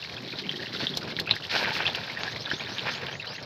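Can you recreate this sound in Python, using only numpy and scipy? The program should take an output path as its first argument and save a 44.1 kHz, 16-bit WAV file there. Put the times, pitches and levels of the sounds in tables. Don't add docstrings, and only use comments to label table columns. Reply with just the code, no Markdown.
import sys
import numpy as np
from scipy import signal
from scipy.fft import rfft, irfft
from scipy.io import wavfile
from scipy.ndimage import uniform_filter1d

SR = 44100
rng = np.random.default_rng(int(sys.argv[2]) if len(sys.argv) > 2 else 0)


def output_pcm(signal):
    pcm = np.clip(np.atleast_2d(signal).T, -1, 1) * 32767
    wavfile.write(sys.argv[1], SR, np.round(pcm).astype(np.int16))


N = 152145


def undb(db):
    return 10 ** (np.asarray(db) / 20)


def unit(x):
    return x / np.sqrt(np.mean(x ** 2))


def noise(count=N):
    return rng.standard_normal(count)


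def band(x, low_hz, high_hz):
    return signal.sosfilt(signal.butter(2, [low_hz, high_hz], "band", fs=SR, output="sos"), x)


def whistle(pitch):
    return np.sin(2 * np.pi * np.cumsum(pitch) / SR)


def curve(rows):
    return undb(np.interp(np.arange(N) / SR, *np.array(rows).T))


def walk(rate):
    k = int(SR / rate)
    steps = np.repeat(noise(N // k + 1), k)[:N]
    smooth = uniform_filter1d(uniform_filter1d(steps, k), k)
    return 2 * np.tanh(smooth * np.sqrt(.5))


def colour(x, points):
    size = 4096
    hz, db = np.array(points).T
    bins_hz = np.arange(size // 2 + 1) * SR / size
    gain = undb(np.interp(np.log(bins_hz + 1), np.log(hz), db))
    cepstrum = irfft(np.log(gain))
    cepstrum[1:size // 2] *= 2
    cepstrum[size // 2 + 1:] = 0
    return signal.fftconvolve(x, irfft(np.exp(rfft(cepstrum))))[:N]


def add(out, start_s, sound):
    i = int(start_s * SR)
    if 0 <= i < N:
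        out[i:i + len(sound)] += sound[:N - i]


def echoes(x, t60):
    t = np.arange(SR // 3) / SR
    tail = noise(len(t)) * np.exp(-np.log(1000) * t / t60) * (t > .002)
    return signal.fftconvolve(x, tail / np.linalg.norm(tail))[:N]


ATTACK_S, RELEASE_S = 0.0063, 0.0071


def swells(rows):
    t = np.arange(N) / SR
    power = np.zeros(N)
    for s, hold, db in rows:
        attack = np.clip((t - s) / ATTACK_S + .5, 0, 1)
        release = np.exp(-np.maximum(t - s - hold, 0) / RELEASE_S)
        power += (undb(db) * attack * release) ** 2
    return np.sqrt(power)


GRAIN_HZ = 2527


def crackle(per_s, spread_db, points):
    out = np.zeros(N)
    for hz in SR / 2.5 / 2 ** np.arange(8):
        hit = rng.random(N) < per_s / SR * max(hz / GRAIN_HZ, .5)
        sizes = undb(spread_db * np.clip(noise(), -2.5, 2.5))
        signs = rng.choice([-1, 1], N)
        out += band(unit(hit * sizes * signs), hz / 2, hz)
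    return unit(colour(out, points))


# t/s, rise length/s, start f/Hz, end f/Hz, level/dB before the yard mix
BIRD_NOTES = [(2.201, 0.028, 5200, 6880, -38.5), (2.292, 0.025, 5100, 6560, -39),
              (2.394, 0.031, 4800, 6120, -38.5), (2.499, 0.093, 5170, 6610, -41),
              (2.677, 0.1, 5130, 6710, -42.5), (2.893, 0.077, 5630, 7100, -39),
              (3.095, 0.083, 5630, 6940, -43.5), (3.245, 0.13, 3734, 6710, -44.5)]
BIRD_HOLD_SHARE, BIRD_FADE_S = 0.38, 0.016
BIRD_RASP = .04
BIRD_DIRECT_DB, BIRD_ECHO_DB, YARD_T60_S = 0.5, 7, 0.11


def bird():
    out, t = np.zeros(N), np.arange(SR // 5) / SR
    for s, length, from_hz, to_hz, db in BIRD_NOTES:
        rasp = BIRD_RASP * walk(900)[:len(t)] * (t < length)
        pitch = np.interp(t, [0, length], [from_hz, to_hz]) * (1 + rasp)
        time_left = length * (1 + BIRD_HOLD_SHARE) - t
        shape = np.clip(np.minimum(t, time_left) / BIRD_FADE_S, 0, 1)
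        add(out, s, undb(db) * shape * whistle(pitch))
    return undb(BIRD_DIRECT_DB) * out + undb(BIRD_ECHO_DB) * echoes(out, YARD_T60_S)


# f/Hz, relative level/dB
ROAR_COLOUR = [(30, -17), (65, -18), (90, -5), (125, 0.5), (200, -7.5), (300, -15), (500, -8), (1000, -13),
               (3000, -31.5)]
# f/Hz, relative level/dB
FLUTTER_COLOUR = [(60, -43.5), (140, 2), (250, 0.5), (320, -2.5), (390, 1.5), (480, -7.5), (800, -17.5),
                  (2000, -37)]
# t/s, level/dB
FLARE_LEVEL = [(0, -58), (.26, -41), (.6, -42), (1.05, -41), (1.47, -48.5), (1.77, -43.5), (2.1, -53),
               (2.72, -45.5), (3.45, -56)]
ROAR_START_DB, ROAR_RISE_DB_PER_S, ROAR_FLICKER_DB = -47, 0.63, 4
PUFFS_PER_S, PUFF_SPREAD_DB = 240, 3


def fire():
    roar_db = ROAR_START_DB + ROAR_RISE_DB_PER_S * np.arange(N) / SR
    roar_db = roar_db + ROAR_FLICKER_DB * walk(44.66)
    roar = unit(colour(noise(), ROAR_COLOUR)) * undb(roar_db)
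    flutter = crackle(PUFFS_PER_S, PUFF_SPREAD_DB, FLUTTER_COLOUR) * curve(FLARE_LEVEL)
    return roar + flutter


# t/s, length/s, level/dB before flicker
SCRAPE_STROKES = [(.80, 0.024, -36.5), (1.075, 0.032, -35.5), (1.515, 0.19, -29.5), (1.715, 0.16, -33),
                  (1.85, 0.075, -36.5), (1.95, 0.35, -38), (2.46, 0.083, -41), (2.59, 0.246, -42.5),
                  (2.845, 0.053, -33.5), (2.90, 0.24, -40.5), (3.23, 0.52, -46)]
# f/Hz, relative level/dB
SCRAPE_COLOUR = [(90, -7), (250, -6.5), (500, 0.5), (900, 3), (1200, -4), (1620, 6.5), (2000, -1),
                 (2400, 3.5), (3200, -3.5), (5000, -7.5), (9000, -11.5)]
# t/s, length/s, level/dB
MASS_THUDS = [(.822, 0.017, -33), (1.64, 0.015, -42)]
SCRAPE_PER_S, SCRAPE_SPREAD_DB, SCRAPE_FLICKER_DB = 700, 4.5, 3.5
THUD_HZ = 435


def spatula():
    grains = crackle(SCRAPE_PER_S, SCRAPE_SPREAD_DB, SCRAPE_COLOUR)
    scrape = grains * swells(SCRAPE_STROKES) * undb(SCRAPE_FLICKER_DB * walk(80))
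    dull = band(noise(), THUD_HZ / 4, THUD_HZ)
    return scrape + unit(dull) * swells(MASS_THUDS)


# t/s at the peak, level/dB before gain and colour
SPIT_HITS = [(0.9723, -17), (1.199, -20.5), (1.357, -30), (1.957, -28)]
# t/s, length/s, level/dB before colour
STEAM_PUFFS = [(1.512, 0.13, -36), (1.728, .05, -34)]
# f/Hz, gain level/dB
SPIT_TONE = [(200, 1), (2000, -9), (5000, 9), (15000, 8)]
SPIT_DECAY_S, SPIT_GAIN_DB = 0.001291, 1.98
TICK_PER_S, TICK_DB, TICK_SPREAD_DB = 30, -42, 3.5


def spits():
    out = np.zeros(N)
    u = np.arange(SR // 60) / SR / SPIT_DECAY_S
    shape = u * np.exp(1 - u)
    ticks = [(rng.random() * N / SR, TICK_DB + TICK_SPREAD_DB * rng.standard_normal())
             for _ in range(int(TICK_PER_S * N / SR))]
    for s, db in SPIT_HITS + ticks:
        add(out, s - SPIT_DECAY_S, undb(db + SPIT_GAIN_DB) * noise(len(u)) * shape)
    steam = swells(STEAM_PUFFS) * noise()
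    return colour(out + steam, SPIT_TONE)


POP_RISE, POP_FALL, POP_GLIDE = 0.7, 1, 0.1102
POP_CRACK_DB = -7.48


def pop(hz, ms):
    u = (np.arange(SR // 30) - SR // 100) / SR * 1000 / ms
    shape = np.exp(-(u / np.where(u < 0, POP_RISE, POP_FALL)) ** 2)
    pitch = hz * 2 ** (POP_GLIDE * np.clip(u - .5, -2, 2))
    tear = band(noise(len(u)), 900, 5000)
    return shape * (whistle(pitch) + undb(POP_CRACK_DB) * tear)


# t/s at the peak, level/dB before the shared trim, f/Hz, length/ms
BIG_POPS = [(.168, -25.5, 3420, 2.3), (0.358, -25, 3910, 1.6), (0.4937, -13, 3240, 1.4),
            (.514, -29, 2730, 1.2), (.561, -26, 3270, 2.7), (0.764, -23, 3780, 1.4),
            (0.8696, -7.5, 3570, 0.81), (.8933, -20.5, 3810, 1.4), (0.94, -23, 3500, 3),
            (1.1666, -12.5, 3700, 0.48), (1.1895, -14, 1900, 0.94), (1.194, -20, 3410, 0.79),
            (1.1993, -18, 4330, 0.66), (1.2036, -13, 4080, 0.4), (1.277, -22, 2600, 4.7),
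            (1.2937, -12, 2910, .4), (1.3044, -14.5, 3750, 0.35), (1.3115, -2.5, 4070, 1.24),
            (1.3108, -12.5, 2845, 0.53), (1.317, -20, 3160, 1), (1.3658, -18, 1930, 1.05),
            (1.4515, -18.5, 3010, 0.66), (1.6478, -11, 1957, 0.75), (1.6577, -7, 2276, 0.24),
            (1.675, -21, 1650, 2.9), (1.717, -27, 903, 6.7), (1.753, -17.5, 2780, 1.2),
            (1.856, -17.5, 2705, 5.1), (1.8667, -5.5, 3350, 0.78), (1.878, -6, 3225, 0.27),
            (1.899, -20.5, 3610, 2), (1.949, -13.5, 2970, 0.82), (2.1006, -25.5, 2220, 3.5),
            (2.1735, -21, 1880, 2.7), (2.2345, -3.5, 3436, 0.084), (2.2796, -20, 1742, 3.2),
            (2.362, -20.5, 2160, 1.2), (2.4598, -20.5, 3700, 1.4), (2.5151, -13.5, 1720, 1.9),
            (2.5356, -19.5, 268, 1.6), (2.598, -24, 3320, 1.6), (2.608, -24.5, 2430, 4.3),
            (2.72, -30, 270, 3.8), (2.7841, -12.5, 3435, 0.49), (2.7942, -14, 3100, 0.64),
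            (2.8821, -24.5, 2470, 2.5), (3.032, -29.5, 494, 7.4), (3.0677, -15.5, 3330, 0.38),
            (3.128, -26, 3250, 2.1), (3.246, -24, 1633, 1.5)]
POP_TRIM_DB = -3
SMALL_PER_S, SMALL_DB, SMALL_HZ, SMALL_MS = 140, -32, 3008, 1.1
SMALL_SPREAD_DB, SMALL_SPREAD_OCTAVES = 3.3, .52
SMALL_SURGE_DB = -35


def bubbles():
    out = np.zeros(N)
    lift_db = 10 * np.log10(1 + (swells(SIZZLE_SURGES) / undb(SMALL_SURGE_DB)) ** 2)
    small = []
    for _ in range(int(SMALL_PER_S * N / SR)):
        i = int(rng.random() * N)
        a, b, c = np.clip(noise(3), -2, 2)
        db = SMALL_DB + SMALL_SPREAD_DB * a + lift_db[i]
        small.append((i / SR, db, SMALL_HZ * 2 ** (SMALL_SPREAD_OCTAVES * b), SMALL_MS * 2 ** c))
    for s, db, hz, ms in BIG_POPS + small:
        add(out, s - .01, undb(db + POP_TRIM_DB) * pop(hz, ms))
    return out


# t/s, length/s, level/dB
SIZZLE_SURGES = [(.038, 0.01, -35.5), (.385, 0.012, -30), (.727, 0.031, -32.5), (.795, 0.06, -31.5),
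                 (1.35, 0.03, -38), (1.435, 0.012, -35), (1.497, 0.037, -30), (1.553, 0.042, -27),
                 (1.60, 0.33, -42.5), (1.73, 0.054, -35), (1.85, 0.029, -34.5), (1.945, 0.0073, -29.5),
                 (2.49, 0.065, -37), (2.905, 0.057, -34)]
# f/Hz, relative level/dB
SIZZLE_COLOUR = [(200, -27.5), (500, -16.5), (900, -12), (1250, -9.5), (1700, -2), (2600, -6.5),
                 (4000, 2.5), (5500, -1.5), (15000, -5)]
# t/s, level/dB before flicker
SIMMER_LEVEL = [(0, -40), (.7, -36.5), (1.0, -37), (1.25, -41), (2.0, -38.5), (2.8, -38.5), (3.2, -45.5),
                (3.45, -46.5)]
SIZZLE_PER_S, SIZZLE_SPREAD_DB, SIZZLE_FLICKER_DB = 800, 4.5, 2.6
SURGE_TOP_HZ = 5340
FIZZ_DB, FIZZ_S = -14.5, 0.009


def sizzle(pops):
    grains = crackle(SIZZLE_PER_S, SIZZLE_SPREAD_DB, SIZZLE_COLOUR)
    simmer = grains * curve(SIMMER_LEVEL) * undb(SIZZLE_FLICKER_DB * walk(90))
    k = int(FIZZ_S * SR)
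    pop_power = uniform_filter1d(uniform_filter1d(pops ** 2, k), k // 2)
    spray = undb(FIZZ_DB) * np.sqrt(np.abs(pop_power))
    dull = signal.butter(1, SURGE_TOP_HZ, fs=SR, output="sos")
    wet = signal.sosfilt(dull, crackle(SIZZLE_PER_S, SIZZLE_SPREAD_DB, SIZZLE_COLOUR))
    return simmer + unit(wet) * np.hypot(spray, swells(SIZZLE_SURGES))


PAN_ECHO_S, PAN_ECHO_DB, TAIL_DB, TAIL_T60_S = 0.0037, -14, -8, 0.065


def scene():
    pops = bubbles()
    bursts = pops + spits()
    wall = np.pad(bursts, (int(PAN_ECHO_S * SR), 0))[:N]
    pan = bursts + undb(PAN_ECHO_DB) * wall + undb(TAIL_DB) * echoes(bursts, TAIL_T60_S)
    return (bird() + fire() + spatula() + pan + sizzle(pops))[None]


# f/Hz, gain level/dB
MIC_RESPONSE = [(30, -13), (70, 0.5), (4400, -0.5), (5400, -5.5), (6300, -18), (7400, -29), (10500, -32.5),
                (12600, -22.5), (14500, -35), (16000, -41)]
TOP_HZ = 15800


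def record(dry):
    top_cut = signal.ellip(10, .2, 70, TOP_HZ, fs=SR, output="sos")
    return signal.sosfilt(top_cut, colour(dry[0], MIC_RESPONSE))[None]


dry = scene()
out = record(dry)
output_pcm(out)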